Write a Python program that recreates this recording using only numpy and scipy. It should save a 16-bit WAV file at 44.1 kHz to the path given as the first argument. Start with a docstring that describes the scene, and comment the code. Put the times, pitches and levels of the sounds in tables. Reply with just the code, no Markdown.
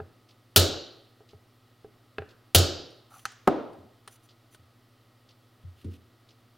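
"""A mallet drives a seal into an aluminium engine case through a wood block and a plastic pipe.
Light aiming taps come before two hard blows: the seal slips in jerks, the case rings, the bench booms.
The block slides off the pipe, clips the bench and slaps onto the floor. The pipe clicks and hisses as
it is lifted and set back, the case rocks, and wood scuffs over paper.
Behind it all, a clock ticks over the hum of the workshop's air and motors."""
import sys
import numpy as np
from scipy import signal
from scipy.fft import rfft, irfft
from scipy.io import wavfile

SR = 44100
rng = np.random.default_rng(int(sys.argv[2]) if len(sys.argv) > 2 else 0)


def file_out(sig):
    """Save sig as 16-bit WAV at sys.argv[1]."""
    # one column per channel
    cols = np.atleast_2d(sig).T
    # limit, then scale
    lim = np.clip(cols, -1, 1)
    pcm = np.round(lim * 32767).astype(np.int16)
    wavfile.write(sys.argv[1], SR, pcm)


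N = 289945
T = np.arange(2 ** 15) / SR  # the time one hit lasts, in seconds
HZ = np.fft.rfftfreq(len(T), 1 / SR)  # the frequencies in one hit

# hollow notes of the block and pipe: f/Hz, level/dB, t60/s (the time to fade by 60 dB)
STACK_NOTES = [(411, -27.5, 0.046), (654, -39.5, 0.081), (785, -39, 0.11), (1340, -29, 0.019),
               (1612, -29.5, 0.024), (2620, -32, 0.026), (3560, -39.5, 0.032)]


def amp(db):
    """Turns decibels into a gain."""
    return 10 ** (np.asarray(db) / 20)


def read(points, hz=HZ):
    """Reads between the rows of a table, on a scale of octaves."""
    f, value = np.transpose(points)
    return np.interp(np.log(hz + 1), np.log(f + 1), value)


def add(mix, s, sound):
    """Lays a sound into the mix at s seconds."""
    part = mix[:, max(round(s * SR), 0):][:, :sound.shape[-1]]
    part += sound[..., :part.shape[1]]


def noise(gain_db, side_db, size=len(T)):
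    """Noise with a chosen tone; a higher side_db makes left and right less alike."""
    # left-right difference, before side_db is added: f/Hz, level/dB
    width = [(60, -17), (110, -18.5), (200, -10), (380, -16), (700, -12.5), (1290, -14.5), (2380, -18),
             (4400, -19), (8120, -12.5), (15000, -5.5)]
    hz = np.fft.rfftfreq(size, 1 / SR)
    spectra = rfft(rng.standard_normal((2, size))) * amp(gain_db)
    mid = irfft(spectra[0], size)
    side = irfft(spectra[1] * amp(side_db + read(width, hz)), size)
    return mid + np.array([side, -side])


def fade(t60, rise=.0002):
    """Swells over about rise seconds and dies by 60 dB in t60 seconds."""
    return amp(-60 * T / t60) * (1 - np.exp(-T / rise))


def ring(notes, rise=.0001):
    """The fading notes of a struck object; neighbours start in opposite directions."""
    return sum((-1) ** k * amp(db) * fade(t60, rise) * np.sin(2 * np.pi * hz * T)
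               for k, (hz, db, t60) in enumerate(notes))


def burst(tone, t60, rise=.0002):
    """Notes too crowded to tell apart, dying together; tone lists f/Hz, level/dB."""
    return noise(read(tone), side_db=-2) * fade(t60, rise)


def room(gain_db, rise):
    """The walls return a wide wash of echoes; the treble dies first."""
    # how long the echoes last: f/Hz, t60/s
    echo_times = [(90, 0.54), (250, .65), (600, 0.71), (1500, 0.68), (4000, 0.69), (6000, 0.54),
                  (8000, .36), (12000, 0.085), (16000, .2)]
    hz, t, spectra = signal.stft(noise(gain_db, side_db=5), SR, nperseg=256)
    decay = amp(-60 * t / read(echo_times, hz)[:, None])
    tail = signal.istft(spectra * decay, SR, nperseg=256)[1][:, :len(T)]
    return tail * (1 - np.exp(-T / rise))


def workshop_hum():
    """Moving air rushes, and motors hum with a slightly wandering pitch."""
    # ventilation: f/Hz, level/dB
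    air_tone = [(25, -55), (150, -56), (310, -50), (520, -54.5), (780, -55), (910, -61), (1250, -55),
                (1600, -63.5), (1950, -61), (2400, -65.5), (3000, -62.5), (4700, -65), (6600, -74),
                (15500, -74)]
    # motor notes: f/Hz, level/dB (rms)
    motors = [(106.5, -68), (120, -66), (246.8, -73.5), (333, -81.5), (1266, -80), (1911, -84)]
    t = np.arange(N) / SR
    out = noise(read(air_tone, np.fft.rfftfreq(N, 1 / SR)), side_db=0, size=N)
    for hz, db in motors:
        waver = np.interp(t, np.linspace(0, t[-1], 40), rng.standard_normal(40))
        turns = np.cumsum(hz * (1 + .0035 * waver)) / SR + rng.random()
        out += np.sqrt(2) * amp(db) * np.sin(2 * np.pi * turns)
    return out


def aiming_taps():
    """The mallet taps and rests on the block, cutting the ringing short; slower contact is duller."""
    # taps: t/s, level/dB, treble cutoff/Hz, bench thump/dB
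    taps = [(.0005, -3, 1097, -34), (1.205, -19, 750, -62), (1.332, -16.5, 650, -43.5),
            (1.845, -7.5, 480, -58), (2.183, 0.5, 3200, -32), (2.2199, -9.5, 1604, -50)]
    # air ringing on in the pipe: f/Hz, level/dB, t60/s
    pipe_air = [(424, -33, .12)]
    # a tap's echo: f/Hz, level/dB
    echo_tone = [(100, -39.5), (400, -33), (1000, -49), (1650, -39), (2100, -53), (2650, -43.5),
                 (3200, -55.5), (12000, -78.5)]
    contact_tone = [(40, -45), (250, -23), (1500, -19.5), (4000, -30), (7000, -40), (14000, -35)]
    out = np.zeros((2, N))
    for s, db, cutoff_hz, thump_db in taps:
        tap = burst(contact_tone, t60=.027) - ring(STACK_NOTES) - ring(pipe_air, rise=.0078)
        echo = room(read(echo_tone), rise=.0039)
        treble_cut = signal.butter(2, cutoff_hz, fs=SR, output="sos")
        add(out, s, amp(db) * signal.sosfilt(treble_cut, tap + echo))
        add(out, s + .0022, amp(thump_db) * bench_thump(rise=.0023) * fade(t60=.21))
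    return out


def bench_thump(rise):
    """The bench booms; waves caught between the walls make left and right differ."""
    # bench notes, of which the close pair swells, then cancels: f/Hz, level/dB, t60/s
    bench_notes = [(86.8, 3.5, 0.36), (94.5, 3.5, .28), (126, -7.5, .22), (159, -7.5, 0.13)]
    # the boom in the room: f/Hz, level/dB
    spread_tone = [(30, -20), (60, -6), (90, 8), (130, -2), (220, -25), (500, -70)]
    spread = noise(read(spread_tone), side_db=0)[0] * fade(t60=.45, rise=.008)
    return ring(bench_notes, rise) + np.array([spread, -spread])


def clock():
    """A distant clock steps once a second with a double tick."""
    # one tick: f/Hz, level/dB
    tick_tone = [(1500, -73), (2400, -54), (3000, -47), (4800, -48.5), (6500, -59.5), (9000, -70),
                 (14000, -78)]
    out = np.zeros((2, N))
    for second in range(int(N / SR) + 1):
        for s, db in [(.288, .14), (.306, -1.1)]:
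            add(out, second + s, amp(db) * burst(tick_tone, t60=.09, rise=.0013))
    return out


def slipping_seal(gap):
    """The seal breaks free, slips in weaker jerks, and the mallet falls back: delay/s, level/dB."""
    break_free, rebound = (.00054, 3), (.036, -13.5)
    return [break_free] + [(k * gap, -3.5) for k in (1, 2, 3)] + [rebound]


def hard_blows():
    """The seal cracks forward, the case rings, the bench bounces and the room answers."""
    # blows: t/s, level/dB, gap between jerks/s, bright ring in the echo/Hz, bench thump/dB, ringing/dB
    blows = [(0.5606, .5, .0054, 4400, -17.5, -1.5), (2.5475, 0, .0041, 4690, -14.5, -2.5)]
    # one jerk of the seal: f/Hz, level/dB
    crack_tone = [(40, -8), (200, -4), (420, 0), (760, -6), (980, -16), (1400, -5), (2050, -14), (3100, -1),
                  (5000, -2), (7500, -10), (12000, -5), (15500, -9)]
    # the case's clear notes: f/Hz, level/dB, t60/s
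    case_notes = [(381, -28.5, 0.32), (420.5, -19, 0.23), (506, -28.5, 0.41), (566, -30, 0.54),
                  (725.6, -28.5, 0.14), (1268, -30.5, 0.36), (2998, -37, 0.46), (3285, -34.5, .4),
                  (3540, -34, 0.34), (3900, -34.5, 0.46), (4390, -35, 0.55), (4280, -35, 0.45),
                  (5160, -36, .4), (5700, -39, .4), (11850, -37, 0.38), (14800, -34.5, .24)]
    # the case's crowded notes: f/Hz, level/dB
    shimmer_tone = [(200, -10.5), (450, -11.5), (1000, -25), (1450, -12.5), (2050, -20.5), (3200, -9),
                    (7000, -17), (12000, -20), (15500, -26)]
    # a blow's echo: f/Hz, level/dB
    echo_tone = [(60, -17), (155, -7), (200, -17), (330, -2), (700, -11), (950, -24), (1400, -17),
                 (2000, -29.5), (3000, -18), (5000, -20.5), (7000, -19.5), (10000, -23.5), (15000, -36)]
    out = np.zeros((2, N))
    # the case's many high notes put peaks and dips in the treble, alike for every blow
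    grid_hz = np.arange(0, SR / 2, 40)
    ripple_db = 7 * np.interp(HZ, grid_hz, rng.uniform(-1.05, .9, len(grid_hz))) * (HZ > 2400)
    for s, db, gap, bright_hz, thump_db, ring_db in blows:
        for delay, jerk_db in slipping_seal(gap):
            add(out, s + delay, amp(db + jerk_db) * burst(crack_tone, t60=.025))
        shimmer = noise(read(shimmer_tone) + ripple_db, side_db=2) * fade(t60=.23, rise=.006)
        metal = amp(ring_db) * (shimmer + ring(case_notes, rise=.0024))
        bright_db = 7 * np.exp(-(np.log2((HZ + 1) / bright_hz) / .25) ** 2)
        echo = room(read(echo_tone) + bright_db + ripple_db, rise=.0098)
        add(out, s, amp(db) * (metal + echo))
        add(out, s, amp(thump_db) * bench_thump(rise=.002))
    return out


def click():
    """A light touch on the case, with a hollow knock under it."""
    # the touch: f/Hz, level/dB
    click_tone = [(200, -43), (800, -31), (1500, -25), (2200, -38), (3200, -31), (7500, -45), (9400, -31),
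                  (11000, -51.5), (15000, -47)]
    touch = burst(click_tone, t60=.048)
    echo = room(read(click_tone) - 26, rise=.0043)
    return touch + echo + amp(-19) * ring(STACK_NOTES)


def turning_pipe(start_s=2.85, end_s=4.5, ticks_per_s=1.6):
    """The pipe ticks faintly and unevenly as the fingers turn it."""
    out, tick = np.zeros((2, N)), click()
    for s in np.arange(start_s, end_s, 1 / ticks_per_s):
        add(out, s + rng.uniform(0, .5) / ticks_per_s, amp(-22.5) * tick)
    return out


def rub(tone, length, side_db):
    """One sliding stroke: the hiss swells and falls with the pressure, roughened by an uneven grip."""
    pressure = np.sin(np.pi * np.minimum(T / length, 1))
    grip_times = T[::300]
    grip_db = 2.5 * np.interp(T, grip_times, rng.standard_normal(len(grip_times)))
    return pressure * amp(grip_db) * noise(read(tone), side_db)


def sliding_pipe():
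    """The pipe hisses as it slides under the fingers."""
    # strokes: t/s, length/s, level/dB
    strokes = [(3.089, 0.17, 3.5), (4.093, 0.085, 3.5), (4.219, 0.057, -2.5), (4.507, 0.062, 1.5)]
    # skin on plastic: f/Hz, level/dB
    hiss_tone = [(800, -72), (2800, -62), (5600, -69), (6050, -52), (6500, -70), (7200, -59), (8000, -71),
                 (9000, -67), (9500, -55), (9900, -65), (10400, -55), (11000, -69), (12200, -63),
                 (15500, -68)]
    out = np.zeros((2, N))
    for s, length, db in strokes:
        add(out, s, amp(db) * rub(hiss_tone, length, side_db=-4.5))
    return out


def sliding_block():
    """The block scrapes off the pipe's rim."""
    # wood on plastic: f/Hz, level/dB
    scrape_tone = [(500, -55), (800, -36.5), (950, -50), (1270, -33), (1800, -60), (2750, -58), (3400, -55),
                   (6000, -69)]
    out = np.zeros((2, N))
    add(out, 3.095, amp(-2) * rub(scrape_tone, length=.11, side_db=-18))
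    return out


def case_clicks():
    """The pipe or the wood clicks against the case."""
    # touches: t/s, level/dB
    touches = [(3.193, -15), (3.319, -12), (4.0761, -2.5), (4.546, -12), (5.845, -18)]
    out = np.zeros((2, N))
    for s, db in touches:
        add(out, s, amp(db) * click())
    return out


def block_clips_bench():
    """The falling block hits the bench edge with a bright clack."""
    # the block struck on its edge: f/Hz, level/dB, t60/s
    block_notes = [(800, -36, 0.077), (1260, -22, 0.024), (1534, -21.5, 0.023), (3085, -38, 0.058),
                   (4300, -33, 0.012), (6060, -42, 0.058)]
    # the clack's echo: f/Hz, level/dB
    echo_tone = [(200, -56), (800, -48), (1400, -36.5), (2300, -45), (4500, -47.5), (6800, -44),
                 (10000, -58), (15000, -73)]
    clack_tone = [(100, -24), (500, -26), (1300, -14.5), (2400, -20.5), (4200, -23.5), (9000, -33),
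                  (12000, -32), (15000, -57)]
    out = np.zeros((2, N))
    clack = burst(clack_tone, t60=.033) - ring(block_notes)
    add(out, 3.2533, clack + room(read(echo_tone), rise=.003))
    return out


def block_hits_floor(land_s=3.4735):
    """The block lands corner by corner, with a hollow slap that fills the room."""
    # corners touching down: delay/s, level/dB
    corners = [(0, -5.5), (.002, 3.5), (.0045, -1.5)]
    # the block landing flat: f/Hz, level/dB, t60/s
    block_notes = [(71, -29, 0.061), (195, -22.5, 0.064), (393.7, -14.5, 0.057), (758, -12, .04),
                   (1250, -16.5, 0.045)]
    # the floor under it: f/Hz, level/dB, t60/s
    floor_notes = [(246, -24, .15), (309, -28, .35), (385.8, -24, .25)]
    # the slap's echo: f/Hz, level/dB
    echo_tone = [(60, -32), (150, -18.5), (300, -5.5), (480, -9), (750, -12.5), (1000, -20.5),
                 (1300, -20.5), (2000, -36), (3600, -39), (8000, -56), (15000, -57.5)]
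    slap_tone = [(40, 1), (150, -10.5), (800, 1), (1500, -9), (2500, -19), (5000, -30.5), (8000, -37),
                 (13000, -35.5), (15500, -49)]
    out = np.zeros((2, N))
    for delay, db in corners:
        add(out, land_s + delay, amp(db) * burst(slap_tone, t60=.029))
    ringing = amp(7) * ring(block_notes, rise=.003) + ring(floor_notes, rise=.012)
    add(out, land_s + .0013, ringing + room(read(echo_tone), rise=.0038))
    return out


def rocking_case():
    """The case rocks on its supports, knocking and shaking the bench."""
    # bumps: t/s, bench thump/dB, knock/dB
    bumps = [(3.774, -53.5, -21.5), (4.584, -57, -52), (5.636, -39, -37), (5.844, -33, -9)]
    # one dull knock: f/Hz, level/dB
    knock_tone = [(40, -46), (90, -56), (170, -13), (280, -6.5), (480, -23), (700, -53), (2000, -47.5),
                  (12000, -70)]
    out = np.zeros((2, N))
    for s, thump_db, knock_db in bumps:
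        add(out, s, amp(thump_db) * bench_thump(rise=.0028))
        add(out, s, amp(knock_db) * burst(knock_tone, t60=.42, rise=.0015))
    return out


def paper_scuffs():
    """The block is dragged over the paper on the bench."""
    # strokes: t/s, length/s, level/dB
    strokes = [(5.755, 0.093, -3), (5.901, .075, 1.5)]
    # wood on paper: f/Hz, level/dB
    paper_tone = [(800, -66), (2000, -63), (2800, -51.5), (5000, -61), (7000, -67), (11000, -66),
                  (15500, -70)]
    out = np.zeros((2, N))
    for s, length, db in strokes:
        add(out, s, amp(db) * rub(paper_tone, length, side_db=-7))
    return out


def scene():
    """All the sounds together, a touch to the right."""
    mix = hard_blows() + aiming_taps() + block_clips_bench() + block_hits_floor()
    mix += rocking_case() + case_clicks() + sliding_pipe() + paper_scuffs() + sliding_block()
    mix += clock() + workshop_hum() + turning_pipe()
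    return mix * amp([[-.15], [.15]])


def record(dry):
    """Rounds off the loudest peaks, then removes the very highest treble."""
    ceiling, cutoff_hz = .8, 16100
    rounded = dry / (1 + (dry / ceiling) ** 4) ** .25
    treble_cut = signal.firwin(511, cutoff_hz, window=("kaiser", 9), fs=SR)
    return signal.oaconvolve(rounded, treble_cut[None], "same")


dry = scene()
out = record(dry)
file_out(out)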